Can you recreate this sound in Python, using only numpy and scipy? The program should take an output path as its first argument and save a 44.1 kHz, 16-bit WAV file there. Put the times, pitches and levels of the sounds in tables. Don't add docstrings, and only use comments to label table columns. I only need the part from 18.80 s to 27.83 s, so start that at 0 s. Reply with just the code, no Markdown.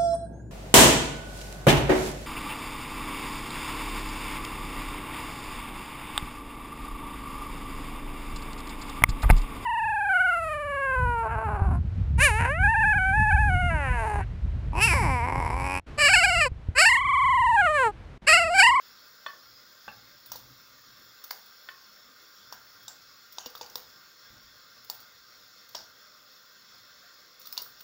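import sys
import numpy as np
from scipy import signal
from scipy.fft import rfft, irfft
from scipy.io import wavfile
from scipy.ndimage import uniform_filter1d

SR = 44100
rng = np.random.default_rng(int(sys.argv[2]) if len(sys.argv) > 2 else 0)


def amplitude_ratio(level_db):
    exponent = np.asarray(level_db, float) / 20
    return 10 ** exponent


def persist_wave(psi):
    counts = np.round(np.clip(psi, -1, 1) * 32767).astype(np.int16)
    wavfile.write(sys.argv[1], SR, np.atleast_2d(counts).T)


N = 398223


def evened(x):
    return x / np.sqrt(np.mean(x ** 2) + 1e-20)


def read(points, hz):
    point_hz, value = np.transpose(points)
    return np.interp(np.log(hz + 1), np.log(point_hz + 1), value)


def placed(events, voice):
    track = np.zeros(N)
    for start_s, *row in events:
        sound = voice(*row)
        part = track[round(start_s * SR):][:len(sound)]
        part += sound[:len(part)]
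    return track


def coloured(gain, size):
    white = rfft(rng.standard_normal(size))
    return evened(irfft(white * gain(np.fft.rfftfreq(size, 1 / SR)), size))


def click(gain, size):
    cepstrum = irfft(np.log(gain(np.fft.rfftfreq(size, 1 / SR)) + 1e-5), size)
    cepstrum[1:size // 2] *= 2
    cepstrum[size // 2 + 1:] = 0
    pulse = irfft(np.exp(rfft(cepstrum)), size)
    return pulse / abs(pulse).max()


def splash(slap_db, slap_hz, t60_s, churn_db, spray_db, sharp=True):
    # hz, db_per_hz
    spray_colour = [(200, -60), (500, 4.5), (1000, 6.5), (1700, 5), (2300, -5.5), (3000, -1.5),
                    (3700, -2.5), (5200, 0), (7000, -2.5), (8500, -8), (11500, -7.5), (13800, -2),
                    (15200, 13), (16500, -5.5)]
    # hz, width_hz, level_db
    pot_modes = [(2850, 300, -13.5), (3700, 270, -1), (4630, 350, 1.5), (5560, 360, 2), (6680, 790, -3)]
    t = np.arange(9000) / SR

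    def water(hz):
        return amplitude_ratio(read(spray_colour, hz))

    def bulk(hz):
        pot = 0.57 + sum(amplitude_ratio(db) / (1 + (2 * (hz - f) / w) ** 2) for f, w, db in pot_modes)
        return water(hz) * pot / (1 + (hz / max(7800, 1.2 * slap_hz)) ** 10)

    def lean(hz):
        return 0.44 + 1 / (1 + ((hz - slap_hz) / 400) ** 2)

    def struck(hz):
        return bulk(hz) * lean(hz) / (1 + (2400 / (hz + 1)) ** 6)

    def stirred(hz):
        return bulk(hz) * np.sqrt(lean(hz))

    def fine(hz):
        return water(hz) / (1 + (8000 / (hz + 1)) ** 8)

    drops_per_s = 600
    drops = amplitude_ratio(3.5 * np.minimum(rng.exponential(1, len(t)), 3)) * (rng.random(len(t)) < drops_per_s / SR)
    patter = 0.65 + 0.35 * evened(uniform_filter1d(drops, size=60))

    rise_s = 0.0005 if sharp else 0.003
    rise = np.minimum(t / rise_s, 1)
    fade = amplitude_ratio(-60 * t / np.clip(t60_s, 0.006, 0.2))

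    hardness = sharp * np.clip(0.017 / t60_s, 0, 1)
    snap = hardness * np.roll(click(struck, len(t)), 20) * amplitude_ratio(-60 * t / 0.052)
    crack = (0.3 if sharp else 0.6) * rise * fade * coloured(struck, len(t))
    churn = amplitude_ratio(churn_db - 60 * t / 0.46) * rise * patter * coloured(stirred, len(t))

    burst = amplitude_ratio(-60 * t / 0.035) + 0.3 * patter * amplitude_ratio(-60 * t / 0.38)
    spray = rise * burst * coloured(fine, len(t))
    ending = np.cos(np.pi / 2 * t / t[-1])
    return ending * (amplitude_ratio(slap_db + 2) * (snap + crack + churn) + amplitude_ratio(spray_db - 2.5) * spray)


def ball_slaps():
    # start_s, slap_peak_db, slap_hz, slap_t60_s, spray_db
    ball_rows = [(1.518, -24, 5830, 0.026, -36), (2.5093, -21, 4740, 0.021, -31),
                 (3.7251, -35, 4860, 0.035, -42.5), (4.080, -37, 3750, 0.0065, -42),
                 (4.584, -26, 3700, 0.017, -55), (4.660, -31, 4600, 0.024, -50),
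                 (4.7523, -33, 3500, .04, -47), (4.8118, -28, 5000, 0.043, -44),
                 (4.956, -22.5, 3870, 0.022, -34), (6.0993, -22, 4600, 0.016, -32),
                 (6.9518, -24, 4800, 0.019, -42), (8.7259, -34, 5100, 0.028, -33),
                 (8.777, -17, 4360, 0.0091, -34)]
    # start_s, level_db, slap_hz, t60_s
    touch_rows = [(2.507, -31, 4580, 0.013), (4.081, -41, 6000, 0.013), (4.0813, -30, 7800, 0.038),
                  (4.584, -28, 5700, 0.026), (4.959, -35, 5060, 0.012), (6.9481, -24.5, 3500, 0.027),
                  (8.7695, -40, 3500, 0.012), (8.7814, -33, 4900, .01), (8.779, -32, 4500, .01),
                  (8.783, -28.5, 5100, 0.028), (3.7247, -32, 2490, 0.027), (4.659, -33, 2850, 0.084),
                  (4.830, -38, 2600, .02), (6.962, -39, 4950, 0.12), (8.841, -50, 5000, .035),
                  (8.786, -37, 4500, .14), (8.786, -40, 2800, .1), (6.102, -40, 5000, .06)]
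    touch_spray_db = -60

    def slap(slap_db, slap_hz, t60_s, spray_db):
        churn_db = min(-24.5 + 7.5 * np.log2(t60_s / 0.026), -24)
        return splash(slap_db, slap_hz, t60_s, churn_db, spray_db)

    return placed(ball_rows + [(*row, touch_spray_db) for row in touch_rows], slap)


def falling_droplets():
    # start_s, level_db, slap_hz, spray_db
    droplet_rows = [(1.459, -45, 3970, -39), (1.557, -37, 4000, -35), (2.438, -42, 3950, -36),
                    (2.659, -66, 4300, -46), (4.027, -56, 5530, -48), (4.522, -46, 4900, -43),
                    (4.604, -48, 4650, -50), (4.701, -52, 5000, -47), (4.774, -42, 4460, -45),
                    (4.86, -42, 4500, -50), (4.897, -44, 6060, -47), (6.044, -48, 5100, -47),
                    (6.148, -51, 4200, -45), (6.201, -45.5, 4800, -44), (6.888, -46, 4450, -47),
                    (8.596, -51, 5500, -45), (8.614, -42.5, 4360, -45), (8.654, -45, 3980, -48),
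                    (8.657, -46, 5000, -42), (8.669, -41, 4600, -37.5), (8.8173, -39.5, 5500, -31),
                    (8.993, -50, 5000, -51), (9.005, -43, 3750, -40), (2.44, -38, 6200, -52),
                    (4.526, -48, 3500, -48)]

    def droplet(level_db, slap_hz, spray_db):
        return splash(level_db, slap_hz, 0.044, -24, spray_db, sharp=False)

    return placed(droplet_rows, droplet)


def bubble(level_db, pitch_hz, t60_s, climb):
    t = np.arange(7000) / SR
    tone = np.sin(2 * np.pi * pitch_hz * t * (1 + climb / t60_s * t))
    return amplitude_ratio(level_db - 60 * t / t60_s) * np.minimum(t / 0.00061, 1) * tone


def air_plops():
    # start_s, level_db, pitch_hz, t60_s
    plop_rows = [(1.518, -27.5, 980, 0.0086), (1.555, -33.5, 890, 0.014), (1.556, -45.5, 500, 0.047),
                 (2.442, -41, 1290, 0.017), (2.509, -24.5, 930, 0.0083), (2.5087, -29, 1530, 0.012),
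                 (2.5097, -31, 2050, 0.015), (3.7249, -27.5, 940, 0.0096), (4.081, -46, 840, 0.032),
                 (4.5834, -27, 880, 0.012), (4.6605, -40, 490, 0.06), (4.660, -34, 980, 0.01),
                 (4.7515, -28.5, 1200, 0.011), (4.811, -31.5, 876, 0.032), (4.8135, -39, 480, 0.045),
                 (4.845, -46, 800, 0.07), (4.9557, -30, 980, 0.012), (4.956, -39, 480, 0.037),
                 (6.0985, -30, 880, 0.014), (6.9485, -29.5, 950, 0.013), (6.951, -36, 610, 0.019),
                 (8.7765, -34, 980, 0.022), (8.235, -62, 693, 0.15), (8.671, -42, 1250, 0.012),
                 (8.653, -48, 1200, .02), (6.195, -48, 1300, .03), (6.983, -47, 1500, .04),
                 (8.728, -54, 1510, .03), (8.818, -49, 457, .04), (9.005, -47, 1480, 0.025),
                 (8.818, -50, 1010, 0.027)]
    return placed(plop_rows, lambda *row: bubble(*row, climb=0.099))


def bubble_pings():
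    # start_s, level_db, pitch_hz, t60_s
    ping_rows = [(4.0802, -31, 3750, 0.02), (4.0812, -35, 5900, 0.024), (4.0812, -36, 7500, .03),
                 (4.584, -32, 3700, .015), (4.584, -34, 5700, .015), (4.9562, -31, 3750, .015),
                 (4.9562, -31, 5660, .015), (8.7262, -34, 5100, .02), (8.7702, -29, 3800, .007),
                 (8.7822, -31, 4900, .012), (8.7785, -27, 3900, .008), (4.863, -42, 4800, .012),
                 (4.862, -50, 3000, .012), (4.525, -50, 5400, .015), (8.7772, -27, 4470, .02),
                 (4.6605, -50, 325, 0.063), (4.662, -47, 240, .08), (4.663, -47, 2850, .08),
                 (8.786, -45, 2850, .08), (8.672, -39, 3500, .013), (8.669, -41, 4600, .025),
                 (8.672, -42, 5700, .02), (8.656, -44, 4100, .03), (8.7262, -46, 2400, .015),
                 (8.7265, -43, 4000, .02), (8.7788, -25, 4500, .006), (8.7803, -31, 4400, .006),
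                 (4.5848, -30, 4700, .01), (4.5848, -35, 6700, .012), (4.6605, -34, 5600, .03),
                 (4.6605, -36, 3600, .015), (4.8118, -36, 3500, .015), (4.9562, -30, 4700, .015),
                 (2.4425, -40, 3700, .015), (3.73, -42, 5400, .04), (1.557, -41, 3800, .015),
                 (8.818, -45, 5550, .025), (6.9515, -33, 3300, .02), (6.957, -37, 5500, .02),
                 (6.195, -46, 4300, .02), (8.7705, -36, 2900, .01)]
    return placed(ping_rows, lambda *row: bubble(*row, climb=0.01))


def sheet(level_db, centre_hz, width_hz, t60_s):
    t = np.arange(12000) / SR
    grain = amplitude_ratio(2.5 * evened(uniform_filter1d(rng.standard_normal(len(t)), size=90)))
    band = coloured(lambda hz: 1 / (1 + (2 * (hz - centre_hz) / width_hz) ** 4), len(t))
    shape = np.minimum(t / 0.002, 1) * np.cos(np.pi / 2 * t / t[-1])
    return amplitude_ratio(level_db - 60 * t / t60_s) * shape * grain * band


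def thrown_sheets():
    # start_s, level_db, centre_hz, width_hz, t60_s
    sheet_rows = [(6.962, -46, 5200, 1400, .45), (6.96, -56, 750, 500, .3), (4.660, -37, 15100, 900, .05),
                  (4.752, -43, 15000, 1200, .08), (4.584, -54, 9300, 1800, .06),
                  (4.604, -56, 13600, 1200, .04), (6.103, -56, 800, 700, .15), (6.1, -44, 7400, 600, .04),
                  (8.785, -44.5, 4600, 1400, .25), (8.727, -47, 5300, 500, .12),
                  (8.863, -52, 1400, 500, .12), (8.73, -54, 1200, 900, .1), (1.09, -55, 1100, 900, .25),
                  (0.47, -53, 1400, 900, .25), (3.73, -54, 1500, 600, .3), (5.45, -60, 1580, 150, .9),
                  (3.25, -70, 250, 90, .9), (1.5185, -32, 15200, 900, .045), (4.59, -51, 6200, 1800, .35),
                  (4.815, -48, 6200, 2000, .15), (4.085, -53, 7300, 900, .3), (4.956, -57, 12800, 2500, .3),
                  (2.52, -59, 700, 500, .4), (5.5, -60, 85, 50, .4), (0.55, -62, 5000, 60, 3),
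                  (0.75, -61, 5000, 60, 3), (0.92, -61, 5000, 60, 2), (1.525, -50, 4800, 2500, .3),
                  (5.64, -68, 55, 40, .6), (4.6, -58, 2900, 500, .5), (4.82, -58, 2700, 700, .3)]
    return placed(sheet_rows, sheet)


def knock(tick_db, modes):
    t = np.arange(14000) / SR
    wander = evened(uniform_filter1d(rng.standard_normal((len(modes), len(t))), size=350))
    waver = 1 + 0.98 * np.minimum(t / 0.039, 1) * wander
    ring = np.zeros(len(t))
    for swing, (mode_hz, mode_db, t60_s) in zip(waver, modes):
        ring += swing * amplitude_ratio(mode_db - 60 * t / t60_s) * np.sin(2 * np.pi * mode_hz * t)
    wood = coloured(lambda hz: 1 / (1 + (hz / 2000) ** 2) * (hz > 500), len(t))
    tick = amplitude_ratio(tick_db - 60 * t / 0.044) * wood
    return np.minimum(t / 0.0004, 1) * (ring + tick)


def spoon_on_bowl():
    # (mode_hz, level_db, t60_s)
    strike_rows = [
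        (0.463, -40.5, [(554, -44, 0.055), (1103, -49, 0.21), (1125, -29.5, 0.045), (1480, -33, 0.035), (1748, -45, 0.19), (1782, -31.5, 0.06), (2560, -48, 0.11), (3070, -47, 0.12), (3457, -31, 0.036), (4380, -48, 0.12), (4920, -58, .3), (5640, -47, 0.04)]),
        (1.0798, -49, [(214, -51, 0.11), (572, -44, 0.056), (834, -35, 0.055), (1133, -35, 0.036), (1555, -34, 0.045), (2455, -48, 0.081), (3500, -49, 0.067)]),
        (1.0875, -61, [(1740, -47.5, 0.12), (2710, -41.5, 0.076), (2657, -46, 0.08)]),
        (2.8880, -45, [(1085, -52.5, 0.43), (1490, -33.5, 0.024), (1776, -35, 0.051), (1820, -46, 0.2), (2280, -47, 0.056), (2555, -60, 0.3), (3050, -48.5, 0.076), (3400, -36, 0.025), (4410, -48, 0.04)]),
    ]
    # (mode_hz, level_db, t60_s)
    bounce_rows = [
        (0.486, -60, [(1110, -46, .2), (1790, -46, .07)]),
        (0.503, -62, [(1790, -43, .1), (1120, -49, .15)]),
        (1.113, -62, [(2650, -54, .03), (1650, -50, .06)]),
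    ]
    return placed(strike_rows + bounce_rows, knock)


def kitchen(x):
    # hz, t60_s
    decay_points = [(300, 1), (800, 0.49), (2100, 0.36), (5500, 0.23), (15000, 0.65)]
    taps = np.zeros(SR // 2)
    at = np.arange(120, len(taps) - 20, 20)
    taps[at + rng.integers(0, 20, len(at))] = rng.choice([-1., 1.], len(at))
    hz, t, bins = signal.stft(taps, SR, nperseg=256)
    fade = amplitude_ratio(-60 * t / read(decay_points, hz)[:, None])
    tail = signal.istft(bins * fade, SR, nperseg=256)[1]
    return signal.oaconvolve(x, tail / np.linalg.norm(tail))[:N]


def hiss():
    # hz, width_hz, level_db
    hiss_modes = [(495, 53, -8), (590, 46, -10), (1182, 297, -4), (1394, 183, 0), (1562, 113, -0.5),
                  (1835, 296, -7), (2100, 200, -8), (2600, 320, -13), (3376, 370, -8), (3500, 84, -3),
                  (3750, 560, -8), (4300, 315, -3.5), (4650, 650, -7.5), (5100, 410, -2.5),
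                  (5480, 330, -1.5), (5700, 250, -20), (6850, 720, -16), (8550, 74, -24), (10150, 230, -20),
                  (10750, 140, -25), (11200, 70, -40), (12900, 110, -14), (12560, 240, -19),
                  (15800, 550, -41.5), (14800, 660, -7.5), (15940, 980, -5.5), (15600, 230, -31)]
    # hz, db_per_hz
    hiss_bed = [(20, -36), (120, -16.5), (400, -13.5), (900, -17.5), (2300, -17), (2900, -17.5),
                (7200, -13.5), (8000, -33.5), (9500, -38.5), (11500, -37.5), (12300, -32), (14000, -34),
                (16000, -17.5)]
    level_db, sag_db_per_s = -53.5, 0.06
    fizz_hz, fizz_start_db, fizz_sag_db_per_s = 12100, 2, 0.4
    patchy_db, swell_db, ripple = 1.61, 0.5, 0.64

    frame_count, hz = N // 512 + 6, np.fft.rfftfreq(2048, 1 / SR)
    real, imag, patches = rng.standard_normal((frame_count, 1025, 3)).T
    patches = uniform_filter1d(patches, size=16, axis=0)
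    patches = evened(uniform_filter1d(patches, size=6, axis=1))
    swell = evened(uniform_filter1d(rng.standard_normal(frame_count), size=8))

    density = amplitude_ratio(2 * read(hiss_bed, hz))
    for mode_hz, width_hz, mode_db in hiss_modes:
        density = density + amplitude_ratio(2 * mode_db) / (1 + (2 * (hz - mode_hz) / width_hz) ** 2) ** 2
    bins = (real + 1j * imag) * np.sqrt(density)[:, None] * amplitude_ratio(patchy_db * patches + swell_db * swell)

    fizz_share = 1 / (1 + (fizz_hz / (hz + 1)) ** 10)
    fizz_db = fizz_start_db - fizz_sag_db_per_s * np.arange(frame_count) * 512 / SR
    bins *= amplitude_ratio(np.outer(fizz_share, fizz_db))

    jets = evened(signal.istft(bins, nperseg=2048, noverlap=1536)[1][:N])
    sagging = amplitude_ratio(level_db - sag_db_per_s * np.arange(N) / SR)
    return sagging * evened(jets + ripple * kitchen(jets))


def rumble():
    # hz, db_per_hz
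    rumble_colour = [(20, -42), (32, -5), (45, 2), (90, 0.5), (122, 10.5), (160, -4), (230, 1), (330, -1.5),
                     (500, -65), (1000, -120)]
    # start_s, level_db, hold_s
    shove_rows = [(0.1, -78, .03), (0.68, -70, 0.021), (1.083, -68, .2), (1.51, -63, 0.22),
                  (2.09, -70, 0.13), (3.696, -71, 0.054), (1.92, -74, .03), (7.947, -77, 0.084),
                  (5.7, -80, .1), (3.997, -74, .03), (4.187, -74, 0.028), (4.75, -75, 0.36),
                  (5.52, -67, .05), (5.96, -79.5, 0.42), (6.6, -77, .04), (6.97, -71, 0.041),
                  (8.88, -77, 0.045)]
    traffic_db, rise_db_per_s, fall_db_per_s = -82, 260, 120
    t = np.arange(N) / SR
    swell = amplitude_ratio(traffic_db)
    for start_s, level_db, hold_s in shove_rows:
        before_s = np.maximum(start_s - t, 0)
        after_s = np.maximum(t - start_s - hold_s, 0)
        swell = swell + amplitude_ratio(level_db - rise_db_per_s * before_s - fall_db_per_s * after_s)
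    return swell * coloured(lambda hz: amplitude_ratio(read(rumble_colour, hz)), N)


def scene():
    slaps = ball_slaps() + falling_droplets() + bubble_pings()
    plops = air_plops()
    bowl = spoon_on_bowl()
    echoes = kitchen(amplitude_ratio(-16.5) * slaps + amplitude_ratio(-7) * plops + amplitude_ratio(-8) * bowl)
    mono = slaps + thrown_sheets() + plops + bowl + echoes + hiss() + rumble()
    return np.array([mono, mono])


def roll_off(x):
    return signal.sosfilt(signal.butter(12, 16990, fs=SR, output="sos"), x)


def record(dry):
    def limited(edge_hz):
        taps = signal.firwin(2047, edge_hz, window=("kaiser", 10), fs=SR)
        return signal.oaconvolve(dry, taps[None], "same")

    narrow, wide = limited(15790), limited(16850)
    power_db = 10 * np.log10(abs(uniform_filter1d(dry[0] ** 2, size=200)) + 1e-12)
    opened = uniform_filter1d(np.clip((power_db + 34) / 3, 0, 1), size=100)
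    return roll_off(narrow + amplitude_ratio(-15) * opened * (wide - narrow))


dry = scene()
out = record(dry)
persist_wave(out)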